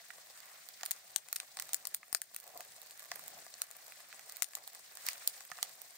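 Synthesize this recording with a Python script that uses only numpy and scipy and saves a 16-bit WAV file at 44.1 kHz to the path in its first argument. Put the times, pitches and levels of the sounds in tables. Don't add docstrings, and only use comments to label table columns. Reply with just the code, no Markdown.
import sys
import numpy as np
from scipy import signal
from scipy.fft import rfft, irfft, next_fast_len
from scipy.io import wavfile
from scipy.ndimage import uniform_filter1d

SR = 44100
rng = np.random.default_rng(int(sys.argv[2]) if len(sys.argv) > 2 else 0)


def dump_mix(stems):
    frames = np.atleast_2d(stems).T
    limited = np.clip(frames, -1, 1)
    pcm = np.round(limited * 32767).astype(np.int16)
    wavfile.write(sys.argv[1], SR, pcm)


N = 263277
TIME = np.arange(N) / SR
TOP_HZ = 16600


def undb(db):
    return 10 ** (np.asarray(db) / 20)


def unit(x):
    return x / np.sqrt(np.mean(x ** 2))


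def add(out, start_s, sound):
    i = max(int(start_s * SR), 0)
    out[:, i:i + sound.shape[-1]] += sound[..., :N - i]


def colour(x, points):
    size = next_fast_len(x.shape[-1] + 1024, True) // 2 * 2
    hz, db = np.transpose(points)
    log_hz = np.log(np.fft.rfftfreq(size, 1 / SR) + 1)
    gain = undb(np.interp(log_hz, np.log(hz), db))
    cepstrum = irfft(np.log(gain))
    cepstrum[1:size // 2] *= 2
    cepstrum[size // 2 + 1:] = 0
    response = np.exp(rfft(cepstrum))
    return irfft(rfft(x, size) * response)[..., :x.shape[-1]]


def band(x, hz, kind, order=3):
    return signal.sosfilt(signal.butter(order, hz, kind, fs=SR, output="sos"), x)


def walk(rate):
    hold = int(SR / rate)
    steps = np.repeat(rng.standard_normal(N // hold + 1), hold)
    slewed = uniform_filter1d(uniform_filter1d(steps, hold), hold)
    return np.sqrt(2) * slewed[:N]


def stereo_noise(side_db, shape):
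    mid, side = rng.standard_normal((2, *shape))
    opposed = undb(side_db) * side
    return unit(np.stack([mid + opposed, mid - opposed]))


def pan(db):
    gains = undb(np.stack([db, -db]) / 2)
    return gains / np.sqrt(np.mean(gains ** 2, axis=0))


def per_millisecond(x):
    energy = np.sum(x[..., :int(.004 * SR)] ** 2, axis=-1, keepdims=True)
    return x / np.sqrt(energy / (.001 * SR))


def envelope(start_s, length_s, attack_s, release_s):
    age = TIME - start_s
    return np.clip(age / attack_s, 0, 1) * np.exp(-np.maximum(age - length_s, 0) / release_s)


def surges(rows, attack_s, release_s):
    power = 0
    for start_s, length_s, *levels_db in rows:
        shape = envelope(start_s, length_s, attack_s, release_s)
        power = power + np.outer(undb(levels_db), shape) ** 2
    return power


def over_steady(power, steady_db):
    return 10 * np.log10(power + undb(steady_db) ** 2)


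def lull():
    return -5 * envelope(1.94, length_s=0.26, attack_s=0.029, release_s=0.22)


# start_s, length_s, flutter_level_db, draught_level_db
FLARE_UPS = [(.8, 0.38, -86, -70), (1.57, 0.43, -79.5, -65.5), (2.43, 0.088, -93, -59),
             (2.535, 0.067, -79, -56.5), (2.66, 0.081, -80, -68.5), (3.09, 0.34, -73.5, -62.5),
             (4.11, 0.15, -83.5, -68.5), (4.53, 0.042, -78, -59.5), (5.02, 0.38, -88, -63.5),
             (5.56, 0.17, -82, -64)]


def flare_levels():
    flutter, draught = surges(FLARE_UPS, attack_s=0.02, release_s=0.034)
    return over_steady(flutter, -82.5), over_steady(draught, -69)


# pitch_hz, level_db
FLAME_SPECTRUM = [(20, -19), (45, -10), (80, -4), (150, 3.5), (260, -2.5), (400, -2.5), (900, -11.5),
                  (2000, -23.5)]
# pitch_hz, level_db
DRAUGHT_SPECTRUM = [(200, -29.5), (380, -13.5), (560, -2), (730, 3.5), (920, -6), (1130, -4.5),
                    (1500, -19.5), (2600, -40)]


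def flames(flutter_db, draught_db, draught_trim_db=-1, flap_db=-0.3, gust_db=3.0):
    flapping = colour(stereo_noise(-15, (N,)), FLAME_SPECTRUM) * undb(flap_db * walk(50))
    gusting = colour(stereo_noise(-6.5, (N,)), DRAUGHT_SPECTRUM) * undb(gust_db * walk(90))
    flutter = unit(flapping) * undb(flutter_db)
    draught = unit(gusting) * undb(draught_db + draught_trim_db)
    return flutter + draught


HISS_DB = -57.5
# pitch_hz, level_db
STEAM_SPECTRUM = [(700, -18), (1300, -0.5), (1900, 5), (3000, -0.5), (4200, 4), (6300, 2), (7700, 3),
                  (9200, 2), (10100, -3.5), (11500, -5), (13000, -3.5), (15600, 1.5), (16300, -37)]


def sap_hiss(db, trim_db=-0.72, flicker_db=2.25, jet_db=-0.03, side_db=-0.5):
    steam = unit(colour(stereo_noise(side_db, (N,)), STEAM_SPECTRUM))
    spectrum, hz = rfft(steam), np.fft.rfftfreq(N, 1 / SR)
    jets_hz = [1800, 4400, 8200, 14500]
    out = 0
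    for share in np.eye(len(jets_hz)):
        jet = irfft(spectrum * np.interp(hz, jets_hz, share), N)
        out = out + jet * undb(jet_db * walk(14) + flicker_db * walk(160))
    return out * undb(db + trim_db)


# pitch_hz, level_db, t60_s
STICK_MODES = [(731, -2, 0.035), (1179, -3, 0.035), (1778, -4, 0.03), (1992, 1, 0.021), (2510, -6.5, 0.022)]
# pitch_hz, level_db
TICK_SPECTRUM = [(1000, -6), (2000, -2), (3100, -6), (4300, -1), (6200, -0.5), (8500, 3.5), (10300, -1.5),
                 (14500, 3.5), (16500, -18)]


def crackle(hiss_db, rate=75, level_db=-55, follow=0.67, spread_db=4, most_db=10, decay_s=0.00044,
            pan_db=5, lean_db=-2, wood_db=-9, wood_spread_db=4, count=1500, size=300):
    t, out = np.arange(size) / SR, np.zeros((2, N))
    draws = rng.random((count, 3))
    noise = rng.standard_normal((count, 2, size))
    grains = per_millisecond(noise * np.exp(-t / decay_s))
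    sides = pan(lean_db + pan_db * rng.standard_normal(count)).T
    keep_chance = rate * N / SR / count
    for (when, keep, luck), grain, side in zip(draws, grains, sides):
        if keep < keep_chance:
            start_s = when * N / SR
            boil_db = follow * (hiss_db[int(when * N)] - HISS_DB)
            extra_db = min(-spread_db * np.log(luck), most_db)
            young_db = -4 * max(1 - start_s / 2.8, 0)
            add(out, start_s, undb(level_db + boil_db + extra_db + young_db) * grain * side[:, None])
    t = TIME[:4 * size]
    tap = 0
    for hz, db, t60 in STICK_MODES:
        tap = tap + undb(db - 60 * t / (t60 / 2)) * np.sin(2 * np.pi * hz * t)
    blows = out.mean(0) * undb(wood_spread_db * walk(70))
    taps = signal.fftconvolve(blows, tap / np.linalg.norm(tap))[:N]
    return band(colour(out, TICK_SPECTRUM) + undb(wood_db) * taps, 545, "highpass")


# start_s, level_db (over one millisecond), brightness_db, woodiness_db (knock over burst),
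# hollowness_db (low ring over knock), left_minus_right_db
STEAM_POCKETS = [(0.104, -45.5, 0, 8.5, -15, -10), (0.3751, -45, 0, -10, -3, -8),
                 (0.4033, -43.5, -5.5, -22, 1, -8), (0.688, -38.5, -3, -21, -6, -9),
                 (0.8106, -45, -5, -1, -17, -4), (0.8326, -32, -5.5, -5, 1.5, -1.5),
                 (0.8538, -33.5, 2, -19, -13, -8), (0.8608, -27.5, -1, -17.5, -12, -2.5),
                 (0.9097, -22, 2.5, -15.5, -13, 3), (0.9148, -25, -0.5, -16.5, -3, 14),
                 (1.1608, -18.5, -1.5, -17, -3, 10.5), (1.286, -40, -1.5, -11.5, -1, 8),
                 (1.3279, -23.5, 1, -13, -4.5, 1), (1.3597, -26, 0.5, -17.5, -10, -1),
                 (1.3628, -28.5, -2, -10.5, -14, 6), (1.4008, -29, -3.5, -7, -16, 1),
                 (1.5706, -34, -2, -8.5, -1, -1), (1.5891, -41.5, -7.5, -4, 1, -7),
                 (1.5982, -27.5, 0.5, -10, -13, -2.5), (1.6225, -33, 0.5, -13, -4, -3.5),
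                 (1.6916, -39.5, -2, -7, -3, -4), (1.7328, -24, -1, -22, 1, 1),
                 (1.7442, -22, 2.5, -17, -9, 6.5), (1.8531, -29.5, -3.5, -15, -0.5, 6),
                 (1.8709, -26.5, 0, -25, 0, 3), (1.942, -35.5, 2, -10.5, -15, -2),
                 (1.946, -23, 1, -21.5, -4, 1.5), (2.0302, -61, 8, 18.5, -6, 1),
                 (2.128, -25.5, 2.5, -14.5, 1, 13), (2.148, -17, -1, -11.5, -5.5, 4),
                 (2.2173, -26, 3, -11, -12, 5), (2.3458, -37, 1, -20, 3, 2),
                 (2.363, -31.5, 4.5, -10.5, -12, 0.5), (2.4006, -42.5, 1, -18, -16, -3),
                 (2.4771, -43.5, -1.5, -22, 5, 0), (2.5753, -39, -2, -28, 1, -2),
                 (2.6062, -37, 3, -6.5, -9, 1), (2.8167, -41, -0.5, -21, -13, -11),
                 (2.909, -41, -2.5, -18, -6, -3), (2.9947, -40, -0.5, -21, -12, -3),
                 (3.1164, -32, -3.5, 0, -3, -2), (3.1582, -37.5, 4.5, -8.5, -22, -7),
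                 (3.1934, -41.5, 3, -10.5, 3, -4), (3.28, -37, 0.5, -21, 7, -5),
                 (3.5402, -40, -9.5, -19, -7, -3), (3.6182, -23, 0, -15.5, -16, -0.5),
                 (3.712, -37.5, 0.5, -16.5, 0, 7), (3.7665, -46.5, 2.5, -32, -3, 3),
                 (3.9215, -44, 2, -1, -15, -3), (4.1272, -45, -1, 3, -18, -6),
                 (4.1939, -43, -0.5, -4.5, -5, -8), (4.2962, -38.5, -2, -16, -3, -5),
                 (4.322, -37.5, -1.5, -20, -8, -3), (4.3688, -37, 2.5, -12, -16, -14),
                 (4.4221, -18.5, 2, -10.5, -11, 13), (4.43, -27.5, 1, -17.5, -12, 17),
                 (4.4434, -29.5, -1, -19, -12, 20), (4.5343, -44, 0, 0, -8, 7),
                 (4.5521, -25.5, -1.5, -18.5, -7, 1), (4.5698, -43, 4, -6, 6, 4),
                 (4.676, -36, -1.5, -22, 7, -3), (4.7488, -40, -1, -14, -15, -3),
                 (4.9527, -45.5, 2, -18, -2, -1), (4.9715, -36.5, -4, -13.5, 1, -6),
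                 (5.066, -28, -3, -20, -8, -5), (5.0867, -21, -1.5, -7.5, -10, -4.5),
                 (5.1317, -34.5, 0, -20, -4, 1), (5.2753, -17.5, 0, -22.5, -6, 2),
                 (5.4068, -41, -2, -5.5, 0, 0), (5.451, -44, -6, -51, 6, -18),
                 (5.516, -38.5, -3, 3.5, -1, -5.5), (5.586, -46, 3, 2.5, 1.5, -4),
                 (5.6283, -20, -4, -16.5, -0.5, -6), (5.8173, -40, 1, -21, 7, -9)]
# pitch_hz, level_db
CRACK_SPECTRUM = [(1000, -3), (2200, -2.5), (3100, -7), (4300, 1), (6200, -4), (7600, 7.5), (9100, 10),
                  (10000, -8.5), (11500, -7), (13000, -2), (15400, -0.5), (16500, -26)]
WOOD_SPLIT_HZ, SNAP_HZ, SPIT_HZ, FIZZ_HZ = 1400, 2700, 6500, 10000


def cracks(tear_s=.00055, rattle_s=.0022, rattle_db=-11, ring_doubling_db=13, wood_pan=0.88,
           dry_knock_db=-1, hollow_db=-1, burst_db=-1, dulling=.24, size=2600):
    start, level, brightness, woodiness, hollowness, side = np.transpose(STEAM_POCKETS)
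    tilt = brightness - dulling * woodiness
    snap, spit, fizz = level - 1.5 - tilt, level + 0.5, level - 4.5 + tilt
    knock = level + woodiness
    hollow = knock + hollowness

    t = np.arange(size) / SR
    chance = rng.standard_normal((3, len(start), size))
    tear = t / tear_s * np.exp((1 - (t / tear_s) ** 2) / 2)
    rattle = undb(rattle_db) * np.exp(-t / rattle_s) * np.minimum(t / tear_s, 1)
    burst = colour(chance[:2] * (tear + rattle), CRACK_SPECTRUM)
    sharp = 0
    for lo, hi, db in [(SNAP_HZ, SPIT_HZ, snap), (SPIT_HZ, FIZZ_HZ, spit), (FIZZ_HZ, TOP_HZ, fizz)]:
        part = per_millisecond(band(burst, [lo, hi], "bandpass"))
        sharp = sharp + part * undb(db + burst_db)[:, None]

    hold = 2 ** (np.minimum(hollow - spit, 0) / ring_doubling_db)[:, None]
    low, high = 0, 0
    for k, (hz, db, t60) in enumerate(STICK_MODES):
        detune = .035 * chance[2, :, 2 * k, None]
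        strength_db = 2.5 * chance[2, :, 2 * k + 1, None]
        decay = undb(db + strength_db - 60 * t / (t60 * hold))
        mode = (-1) ** k * decay * np.sin(2 * np.pi * hz * (1 + detune) * t)
        if hz < WOOD_SPLIT_HZ:
            low = low + mode
        else:
            high = high + mode

    wood = 0
    for modes, edges, db in [(low, [WOOD_SPLIT_HZ / 2, WOOD_SPLIT_HZ], hollow + hollow_db),
                             (high, [WOOD_SPLIT_HZ, SNAP_HZ], knock)]:
        dull = per_millisecond(band(burst.mean(0), edges, "bandpass"))
        blow = per_millisecond(per_millisecond(modes) + undb(dry_knock_db) * dull)
        wood = wood + blow * undb(db)[:, None]
    wood = band(wood, 505, "highpass")

    sounds = sharp * pan(side)[..., None] + wood * pan(wood_pan * side)[..., None]
    out = np.zeros((2, N))
    for k, s in enumerate(start):
        add(out, s - tear_s / 2, sounds[:, k])
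    return out


def surroundings(x, near_db=-14.5, near_t60=0.015, far_db=-17.0, far_t60=0.11,
                 echo_s=0.0216, echo_db=-21, echo_spread_s=0.0029, size=11000):
    t = np.arange(size) / SR
    near = np.exp(-np.log(1000) * t / near_t60) * (t > .003)
    far = np.exp(-np.log(1000) * t / far_t60) * (t > .008)
    echo = np.exp(-np.abs(t - echo_s) / echo_spread_s)
    response = 0
    for db, shape in [(near_db, near), (far_db, far), (echo_db, echo)]:
        response = response + undb(db) * rng.standard_normal((2, size)) * shape / np.linalg.norm(shape)
    return band(signal.fftconvolve(x, response, axes=1)[:, :N], 390, "highpass", order=1)


# start_s, length_s, hiss_level_db, rush_level_db
STEAM_JETS = [(.33, .25, -66, -62), (.78, 0.2, -61, -60), (1.57, 0.23, -60.5, -70),
              (2.57, 0.14, -61.5, -76), (3.08, 0.34, -59, -65), (3.5, 0.92, -69, -67),
              (4.97, 0.21, -53.5, -66), (5.04, 0.052, -43, -55), (5.18, 0.2, -52, -68),
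              (5.52, 0.19, -55, -68)]


def jet_powers():
    return surges(STEAM_JETS, attack_s=0.034, release_s=0.042)


def steam_rush(power, trim_db=-2, sputter_db=2.0, side_db=-4):
    rush = band(stereo_noise(side_db, (N,)), [1020, 2300], "bandpass", order=2)
    return unit(rush * undb(sputter_db * walk(70))) * np.sqrt(power) * undb(trim_db)


# start_s, level_db, pitch_hz, t60_s
GAS_PUFFS = [(2.129, -38.5, 290, 0.0039), (5.2758, -41, 273, 0.0041), (5.517, -58, 165, 0.043)]


def puffs(side_db=4, size=4000):
    out, t = np.zeros((2, N)), np.arange(size) / SR
    for start_s, db, hz, t60 in GAS_PUFFS:
        decay = np.exp(-np.log(1000) * t / t60)
        add(out, start_s, undb(db) * decay * np.sin(2 * np.pi * hz * t))
    return out * pan(side_db)[:, None]


def scene():
    flutter_db, draught_db = flare_levels()
    hiss, rush = jet_powers()
    lull_db = lull()
    hiss_db = over_steady(hiss, HISS_DB) + lull_db
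    burning = flames(flutter_db, draught_db + lull_db)
    bursts = crackle(hiss_db) + cracks()
    return burning + sap_hiss(hiss_db) + bursts + surroundings(bursts) + steam_rush(rush) + puffs()


# pitch_hz, left_minus_right_db
PORT_BALANCE = [(150, -0.5), (380, 4.5), (1300, -1.5), (4400, 0), (8300, 5.5), (10500, 2.5), (14000, -6)]


def record(dry, threshold_db=-26, slope=0.22, recovery_db_per_s=18, attack_s=0.024):
    ports = []
    for x, sign in zip(dry, (1, -1)):
        ports.append(colour(x, [(hz, sign * db / 2) for hz, db in PORT_BALANCE]))
    sound = band(np.stack(ports), 35, "highpass", order=2)
    peak_db = 20 * np.log10(np.abs(sound).max(0) + 1e-9)
    over = slope * np.maximum(peak_db - threshold_db, 0)
    recovery = recovery_db_per_s * TIME
    held = np.maximum.accumulate(over + recovery) - recovery
    pole = np.exp(-1 / (attack_s * SR))
    cut_db = signal.lfilter([1 - pole], [1, -pole], held)
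    top_cut = signal.ellip(10, .2, 70, TOP_HZ, fs=SR, output="sos")
    return signal.sosfilt(top_cut, sound * undb(-cut_db))


dry = scene()
out = record(dry)
dump_mix(out)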